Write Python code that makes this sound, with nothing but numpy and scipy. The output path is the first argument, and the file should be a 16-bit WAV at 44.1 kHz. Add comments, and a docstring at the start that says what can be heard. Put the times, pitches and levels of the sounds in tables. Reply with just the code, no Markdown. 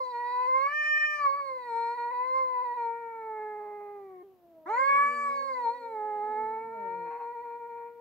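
"""Two long wavering yowls open into a wail and turn raspy, while a lower, softer moan runs beneath the second.
Two cats face each other at night in a small walled yard, over quiet air, hiss and a brief handling rumble.
The yowls are stacks of gliding harmonics, shaped by a throat that opens with the jaw, plus air and haze noise.
The moan is a short stack of harmonics through a closed mouth; walls and concrete throw the voices back."""
import sys
import numpy as np
from scipy import signal
from scipy.fft import rfft, irfft, next_fast_len
from scipy.io import wavfile
from scipy.ndimage import uniform_filter1d

SR = 44100
rng = np.random.default_rng(int(sys.argv[2]) if len(sys.argv) > 2 else 0)


def wav_out(sig):
    """Save sig, one row per channel (or a flat mono array), as 16-bit PCM at SR to the path in sys.argv[1]."""
    wavfile.write(sys.argv[1], SR, np.round(np.clip(np.atleast_2d(sig).T, -1, 1) * 32767).astype(np.int16))


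N = 353139
TIME = np.arange(N) / SR


def gain_of(db):
    """Decibels to amplitude."""
    return 10 ** (np.asarray(db) / 20)


def evened(x):
    """Scales to an rms of one."""
    return x / np.sqrt(np.mean(x ** 2) + 1e-20)


def read(points, hz):
    """Reads a spectrum on a logarithmic frequency axis."""
    f, value = np.transpose(points)
    return np.interp(np.log(hz + 1), np.log(f + 1), value)


def follow(rows, x):
    """Reads every further column of a curve table at the positions x of its first column."""
    position, *columns = np.transpose(rows)
    return [np.interp(x, position, column) for column in columns]


def gate(t, start, end, fade):
    """One between start and end, with soft edges inside them."""
    inside = np.minimum(t - start, end - t)
    return np.sin(np.pi / 2 * np.clip(inside / fade, 0, 1)) ** 2


def coloured(x, points):
    """Filters a sound in the frequency domain to follow a spectrum in dB."""
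    length = x.shape[-1]
    size = next_fast_len(length)
    gain = gain_of(read(points, np.fft.rfftfreq(size, 1 / SR)))
    return irfft(rfft(x, size) * gain, size)[..., :length]


def waver(size, hz):
    """Random unsteadiness with an rms of one, mostly slower than hz."""
    lowpass = signal.butter(2, hz, fs=SR, output="sos")
    return evened(signal.sosfilt(lowpass, rng.standard_normal(size)))


def night():
    """Still air and microphone hiss: steady coloured noise, partly shared by both microphones."""
    # tone of the background: f/Hz, relative density/dB
    night_tone = [(25, -20), (60, -7), (300, -3.5), (700, -5.5), (1500, -20.5), (3000, -24.5),
                  (9800, -36.5), (12500, -22), (16000, -25.5)]
    air = rng.standard_normal((2, N))
    shared_air = air + .12 * air[::-1]
    return gain_of(-68.5) * evened(coloured(shared_air, night_tone))


def handling():
    """A soft low rumble of handling: dark noise that swells in and out unsteadily."""
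    # tone of the rumble: f/Hz, relative density/dB
    rumble_tone = [(30, -19), (140, 1.5), (300, -4), (2000, -55)]
    swell = gate(TIME, 5.85, 7.3, fade=0.46) * gain_of(3.9 * waver(N, hz=8))
    rumble = evened(coloured(rng.standard_normal(N), rumble_tone))
    return gain_of(-71.0) * swell * rumble


def yard(x, t60, first_echo, late_db, late_t60):
    """Dense reflections off the near walls die quickly; a faint tail returns from farther away."""
    # tone of the echo: f/Hz, level against the direct sound/dB
    echo_tone = [(400, -18), (1000, -18), (2000, -12), (6000, -8)]
    t = TIME[:SR // 2]
    echoes_per_s = 2000
    polarity = rng.choice([-1., 1.], (2, len(t)))
    taps = polarity * (rng.random((2, len(t))) < echoes_per_s / SR)
    taps = taps + .5 * taps[::-1]  # both microphones hear much the same walls
    near = gain_of(-60 * t / t60)
    far = gain_of(late_db - 60 * t / late_t60)
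    taps *= (t > first_echo) * (near + far)
    taps /= np.linalg.norm(taps, axis=1, keepdims=True)
    return signal.fftconvolve(x, coloured(taps, echo_tone), axes=1)[:, :N]


def fold_phase(hz, drift, jitter):
    """Phase of vocal folds whose tension trembles slowly and whose cycles differ a little."""
    unsteady = 1 + drift * waver(len(hz), hz=25.0) + jitter * waver(len(hz), hz=222)
    return 2 * np.pi * np.cumsum(hz * unsteady) / SR


def moan():
    """The second cat hums through a closed mouth, which leaves only eight weighted harmonics."""
    # glide of the moan: t/s, pitch f/Hz, level ahead of the throat/dB
    glide = [(4.211, 409.6, -48), (4.39, 353.6, -63.5), (4.7, 303.3, -53), (4.87, 264.4, -50.5),
             (5.22, 238, -56), (5.501, 257.6, -53.5), (6.0, 267.4, -52.5), (6.349, 248.5, -57),
             (6.7, 228, -61.5), (6.79, 211.8, -53.5), (6.87, 191, -55.5), (7.11, 167.7, -60.5)]
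    # throat with the mouth closed: f/Hz, gain/dB
    closed_throat = [(175, -4), (243, -1), (268, -19), (350, 0.5), (520, 1), (685, -1.5), (770, -16.5),
                     (1030, -18.5), (1250, -28.5), (2000, -44)]
    start, end = glide[0][0], glide[-1][0]
    sounding = (TIME >= start) & (TIME <= end)
    t = TIME[sounding]
    hz, level_db = follow(glide, t)
    phase = fold_phase(hz, drift=.008, jitter=.007)
    stack = np.zeros(len(t))
    for k in range(1, 9):
        height_db = read(closed_throat, k * hz) + 2.2 * waver(len(t), hz=9)
        stack += gain_of(height_db) * np.cos(k * phase)
    out = np.zeros(N)
    out[sounding] = np.sqrt(2) * gain_of(level_db) * stack * gate(t, start, end, fade=0.03)
    return out


def rasp(t, phase, rows, count, looseness):
    """Early and late cycles alternate loosely in groups of count, putting lines between the harmonics."""
    depth = sum(depth * gate(t, start, end, fade=0.077) for start, end, depth in rows)
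    slip = looseness * waver(len(t), hz=71.5)
    return depth * (1 + .35 * waver(len(t), hz=22)) * np.sin(phase / count + slip)


def catches(t):
    """Catches in the voice: the pitch flicks up (Hz) and the level briefly shifts, mostly down (dB)."""
    # each catch: t/s, pitch flick/Hz, dip/dB
    catch_rows = [(0.488, 12, 0.5), (0.697, 7.9, 3.5), (1.569, 10, -1.5), (1.963, 26, 7.5), (2.122, 27, 3),
                  (2.632, 19.5, 1.5), (2.756, 21.5, 6), (7.189, 12, 2.5), (7.336, 18.4, 2),
                  (7.431, 16, 1.5), (7.59, 11, 3), (7.681, 7.5, 2.5)]
    flick_s, dip_s = .014, 0.016  # half widths
    flick = sum(hz * np.exp(-((t - s) / flick_s) ** 2) for s, hz, _ in catch_rows)
    dip = sum(db * np.exp(-((t - s) / dip_s) ** 2) for s, _, db in catch_rows)
    return flick, dip


def register_levels(effort_db, overtones_db, treble_db):
    """Effort lifts every register, the fundamental least; the upper two take their own offsets as well."""
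    fundamental = -43.5 + 0.3 * effort_db
    octave = -36 + 1.0 * effort_db
    overtones = -52.5 + 0.97 * effort_db + overtones_db
    treble = -72 + 1.0 * effort_db + treble_db
    return np.array([fundamental, octave, overtones, treble])


def fading(hz, depth_db):
    """As a partial glides, wall reflections add to it and cancel it in turn, differently at each microphone."""
    grid = np.arange(300, 650, 7)  # fundamental, Hz
    shared, *own = rng.standard_normal((3, len(grid)))
    return np.array([np.interp(hz, grid, evened(gain_of(depth_db * (shared + side)))) for side in own])


def standing_waves(hz):
    """Reflections swell and cancel a low partial as it glides, differently at each microphone."""
    # standing waves of the yard, in any order: f/Hz, left gain/dB, right gain/dB
    wave_rows = [(340, -0.5, -5), (438, 2.5, 4), (458, -9.5, -1.5), (461.8, 0, -2), (491.5, -3.5, -11),
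                 (524.4, 4, 3.5), (570, -8, -6), (611, -14.5, -15.5), (800, -8.5, -0.5), (785, -7, -5),
                 (854, -2, 1.5), (914, 0.5, -1), (922, 3.5, -2), (975, -5, 0.5), (1001, 2.5, -1),
                 (1018, 3.5, -6), (1049, 3, 7), (1118, 2, 4.5), (1086, -9, 3.5), (1166, -3.5, -12),
                 (1207, -15, -32)]
    gain = gain_of(follow(sorted(wave_rows), hz))
    return uniform_filter1d(gain, size=500, axis=1)  # smoothed over about 11 ms


def air_and_haze(effort_db, treble_db, jaw):
    """Air hisses past the vocal folds, more with an open jaw; a low, dull haze of noise follows the effort."""
    # rushing air: f/Hz, relative level/dB
    air_tone = [(1500, -20), (4200, 1), (5500, -8), (8200, -3), (10000, -8.5), (16000, -17.5)]
    # haze of noise around the voice: f/Hz, relative level/dB
    haze_tone = [(100, -16.5), (400, -6.5), (900, -7), (1400, -8), (2150, 2.5), (2450, -14), (3000, -35)]
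    air_db = -80.5 + .35 * (effort_db + treble_db) + 3.2 * jaw
    haze_db = -72 + .5 * effort_db
    air = gain_of(air_db) * evened(coloured(rng.standard_normal((2, len(jaw))), air_tone))
    haze = gain_of(haze_db) * evened(coloured(rng.standard_normal(len(jaw)), haze_tone))
    return air + haze


def yowl(pitch, effort, wail, gape_db):
    """A stack of harmonics glides through a throat that opens with the jaw."""
    # jaw: t/s, opening (0-1)
    jaw_rows = [(.55, 0.24), (.8, 0.76), (1.08, 1), (1.36, 0), (4.3, 0.22), (4.7, 1), (5.2, 1), (5.7, 0.18),
                (6, 0.03)]
    # throat with the mouth nearly shut, ahead of the jaw's weighting: f/Hz, relative level/dB
    shut = [(1100, 15), (1330, 4.5), (1540, -6.5), (1700, 3), (1900, 0.5), (2080, 2.5), (2270, -0.5),
            (2470, -8), (2600, -17.5), (2800, -16.5), (3400, -29.5), (3800, -18), (4250, -12.5),
            (4650, -27), (5600, -31), (7200, -36), (8100, -27), (10000, -49)]
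    # raspy stretches in groups of two cycles: start t/s, end t/s, depth ahead of the harmonic's weight/rad
    halved_rows = [(3.18, 4.1, .014), (3.58, 4.08, .032)]
    # raspy stretches in groups of three cycles: start t/s, end t/s, depth ahead of the harmonic's weight/rad
    tripled_rows = [(4.6, 4.84, .014), (7.03, 7.31, .062), (7.41, 7.58, .035), (7.72, 7.94, .035)]
    # lead of the left microphone over the right, through the yard's reflections: f/Hz, phase/rad
    lead_rows = [(500, 0.15), (950, 0.5), (1000, 1.6), (1060, 4.3), (1135, 1.3), (1350, 1), (1700, 0.87),
                 (1820, -2.2), (2100, 0.5), (2600, 1.4)]
    # slow random tremble of each partial, one entry per register: rms level/dB
    trembles_db = [.3, .5, 1.3, 1.499]
    start, end = effort[0][0], effort[-1][0]
    sounding = (TIME >= start) & (TIME <= end)
    t = TIME[sounding]
    flick_hz, dip_db = catches(t)
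    hz = follow(pitch, t)[0] + flick_hz
    jaw = np.clip(follow(jaw_rows, t)[0], 0, 1)
    effort_db, overtones_db, treble_db = follow(effort, t)
    levels_db = register_levels(effort_db, overtones_db + gape_db * jaw, treble_db) - dip_db
    phase = fold_phase(hz, drift=.0035, jitter=.003)
    halved = rasp(t, phase, halved_rows, count=2, looseness=.7)
    tripled = rasp(t, phase, tripled_rows, count=3, looseness=.4)
    # the larynx rises with pitch and lifts the resonances of the top register
    shut_lift, open_lift = (hz / 465) ** .4, (hz / hz.max()) ** .55
    # harmonics of the fundamental, octave, overtone and treble registers
    registers = [[1], [2], range(3, 7), range(7, 27)]
    # upward through the registers, more airy flutter and deeper fading among the reflections
    turbulence_db = [-46, -42, -32, -16]  # with the jaw shut
    fading_db = [.4, .7, 2, 3.5]
    out = np.zeros((2, N))
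    settings = zip(registers, levels_db, turbulence_db, fading_db, trembles_db)
    for orders, level_db, airy_db, fade_db, tremble_db in settings:
        shut_hz, open_hz = hz, hz
        if orders is registers[-1]:
            shut_hz, open_hz = hz / shut_lift, hz / open_lift
        throat = np.array([
            gain_of((1.5 - jaw) * read(shut, k * shut_hz) + jaw * read(wail, k * open_hz))
            for k in orders])
        # the throat shares out the register's level among its harmonics
        throat *= gain_of(level_db) / np.linalg.norm(throat, axis=0)
        for k, height in zip(orders, throat):
            halved_weight = 4 * (k > 1)
            tripled_weight = min(k, 4) ** 2 if k < 6 else 8
            turn = k * phase + halved_weight * halved + tripled_weight * tripled
            lead = read(lead_rows, k * hz) / 2  # half of it to each side
            sides = np.sqrt(2) * fading(hz, fade_db)
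            if k <= 2:
                sides = sides * standing_waves(k * hz)
            flutter = 1 + gain_of(airy_db - 2.0 * jaw) * waver(len(t), hz=297)  # a full wail is purer
            tremble = gain_of(tremble_db * waver(len(t), hz=14))
            out[:, sounding] += sides * height * flutter * tremble * np.cos([turn + lead, turn - lead])
    # a faint undertone a fixed step below the fundamental recedes as the mouth opens
    step_hz = 188
    undertone_gain = gain_of(levels_db[0] - 27 - 8.8 * jaw)
    out[:, sounding] += undertone_gain * np.cos(phase - 2 * np.pi * step_hz * t)
    out[:, sounding] += air_and_haze(effort_db, treble_db, jaw)
    return out * gate(TIME, start, end, fade=.009)


def scene():
    """Both cats, their echo off the yard, the night and the handling rumble."""
    # glide of each yowl: t/s, pitch f/Hz
    first_pitch = [(0.01, 525), (0.151, 475), (0.47, 504.6), (0.636, 545), (0.749, 597.9), (1.026, 604.3),
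                   (1.18, 596), (1.298, 546), (1.38, 569), (1.73, 460.3), (2.1, 479.3), (2.382, 528.7),
                   (2.6, 494), (2.9, 460.8), (3.0, 468.5), (3.4, 427.5), (3.95, 408), (4.21, 359.4)]
    second_pitch = [(4.66, 317.4), (4.701, 419), (4.801, 529), (4.9, 556.3), (5.15, 576.6), (5.476, 544.3),
                    (5.68, 458), (5.758, 489.4), (6.0, 424.7), (6.202, 418.4), (6.592, 446), (7.0, 469),
                    (8.0, 469.3)]
    # push behind each yowl and its colour: t/s, effort/dB, extra overtones/dB, extra treble/dB
    first_effort = [(0.0, 1.5, -11, 9.5), (0.11, -2, -10, 10), (0.16, 3.5, -4, 6.5), (0.6, 9.5, -2, -0.5),
                    (0.9, 10.5, 2.5, 5.5), (1.27, 12, -7, 1), (1.4, 0.5, 1, 7.5), (1.62, -6, 4.5, 10.5),
                    (1.76, 4, 0.5, 12.5), (2.2, 4.5, 0, -3), (2.38, 5, -0.5, 7), (2.52, 4.5, -5.5, -4),
                    (2.86, 4.5, -4.5, -1.5), (2.998, -7, 3.5, -8), (3.4, -2, 3, -13.5),
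                    (3.95, -10.5, -0.5, -13), (4.234, -13, 2, -22)]
    second_effort = [(4.655, -5.5, 6.5, -2), (4.71, 7, -1.5, 2), (4.95, 13.5, 2, -3), (5.22, 5, -2, 9),
                     (5.55, 1.5, -2.5, 6.5), (5.68, 8, -10, 3), (5.801, -9, 4, 13), (6.05, 3.5, -1, -9.5),
                     (6.45, 3.5, 3, -3.5), (6.68, -3.5, 6, -9.5), (7.2, -2, -3.5, -8),
                     (7.87, -8, -1.5, -14), (7.942, -23.5, 6.5, -13), (8.02, -14, -8, -8)]
    # throat colour that the opening jaw blends in for each wail: f/Hz, relative level/dB
    first_wail = [(1400, -11), (1800, -2), (2420, -4.5), (2700, -11.5), (3050, -5.5), (3550, -41.5),
                  (4200, -39), (4850, -43), (5420, -22.5), (6400, -34), (7200, -33.5), (7800, -43),
                  (8450, -39), (9500, -72.5)]
    second_wail = [(1400, 4.5), (1720, -2), (2280, -2.5), (2620, -26), (2900, -21), (3450, -22.5),
                   (4080, -40), (4630, -26.5), (5200, -29.5), (5750, -45.5), (6400, -32.5), (7000, -30.5),
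                   (7550, -22), (8050, -25.5), (9000, -43), (13000, -40), (16000, -54)]
    # gape_db: how much a fully open jaw lifts the overtones
    first = yowl(first_pitch, first_effort, first_wail, gape_db=16.5)
    second = yowl(second_pitch, second_effort, second_wail, gape_db=9)
    cats = first + second + moan()
    echo = yard(cats, t60=.17, first_echo=.005, late_db=-22, late_t60=.4)  # times in s
    return cats + echo + night() + handling()


def record(dry):
    """Band limit: a steep linear-phase low-pass takes away the very top of the treble."""
    edge_hz = 15750
    lowpass = signal.firwin(511, edge_hz, window=("kaiser", 9), fs=SR)
    return signal.oaconvolve(dry, lowpass[None], "same")


dry = scene()
out = record(dry)
wav_out(out)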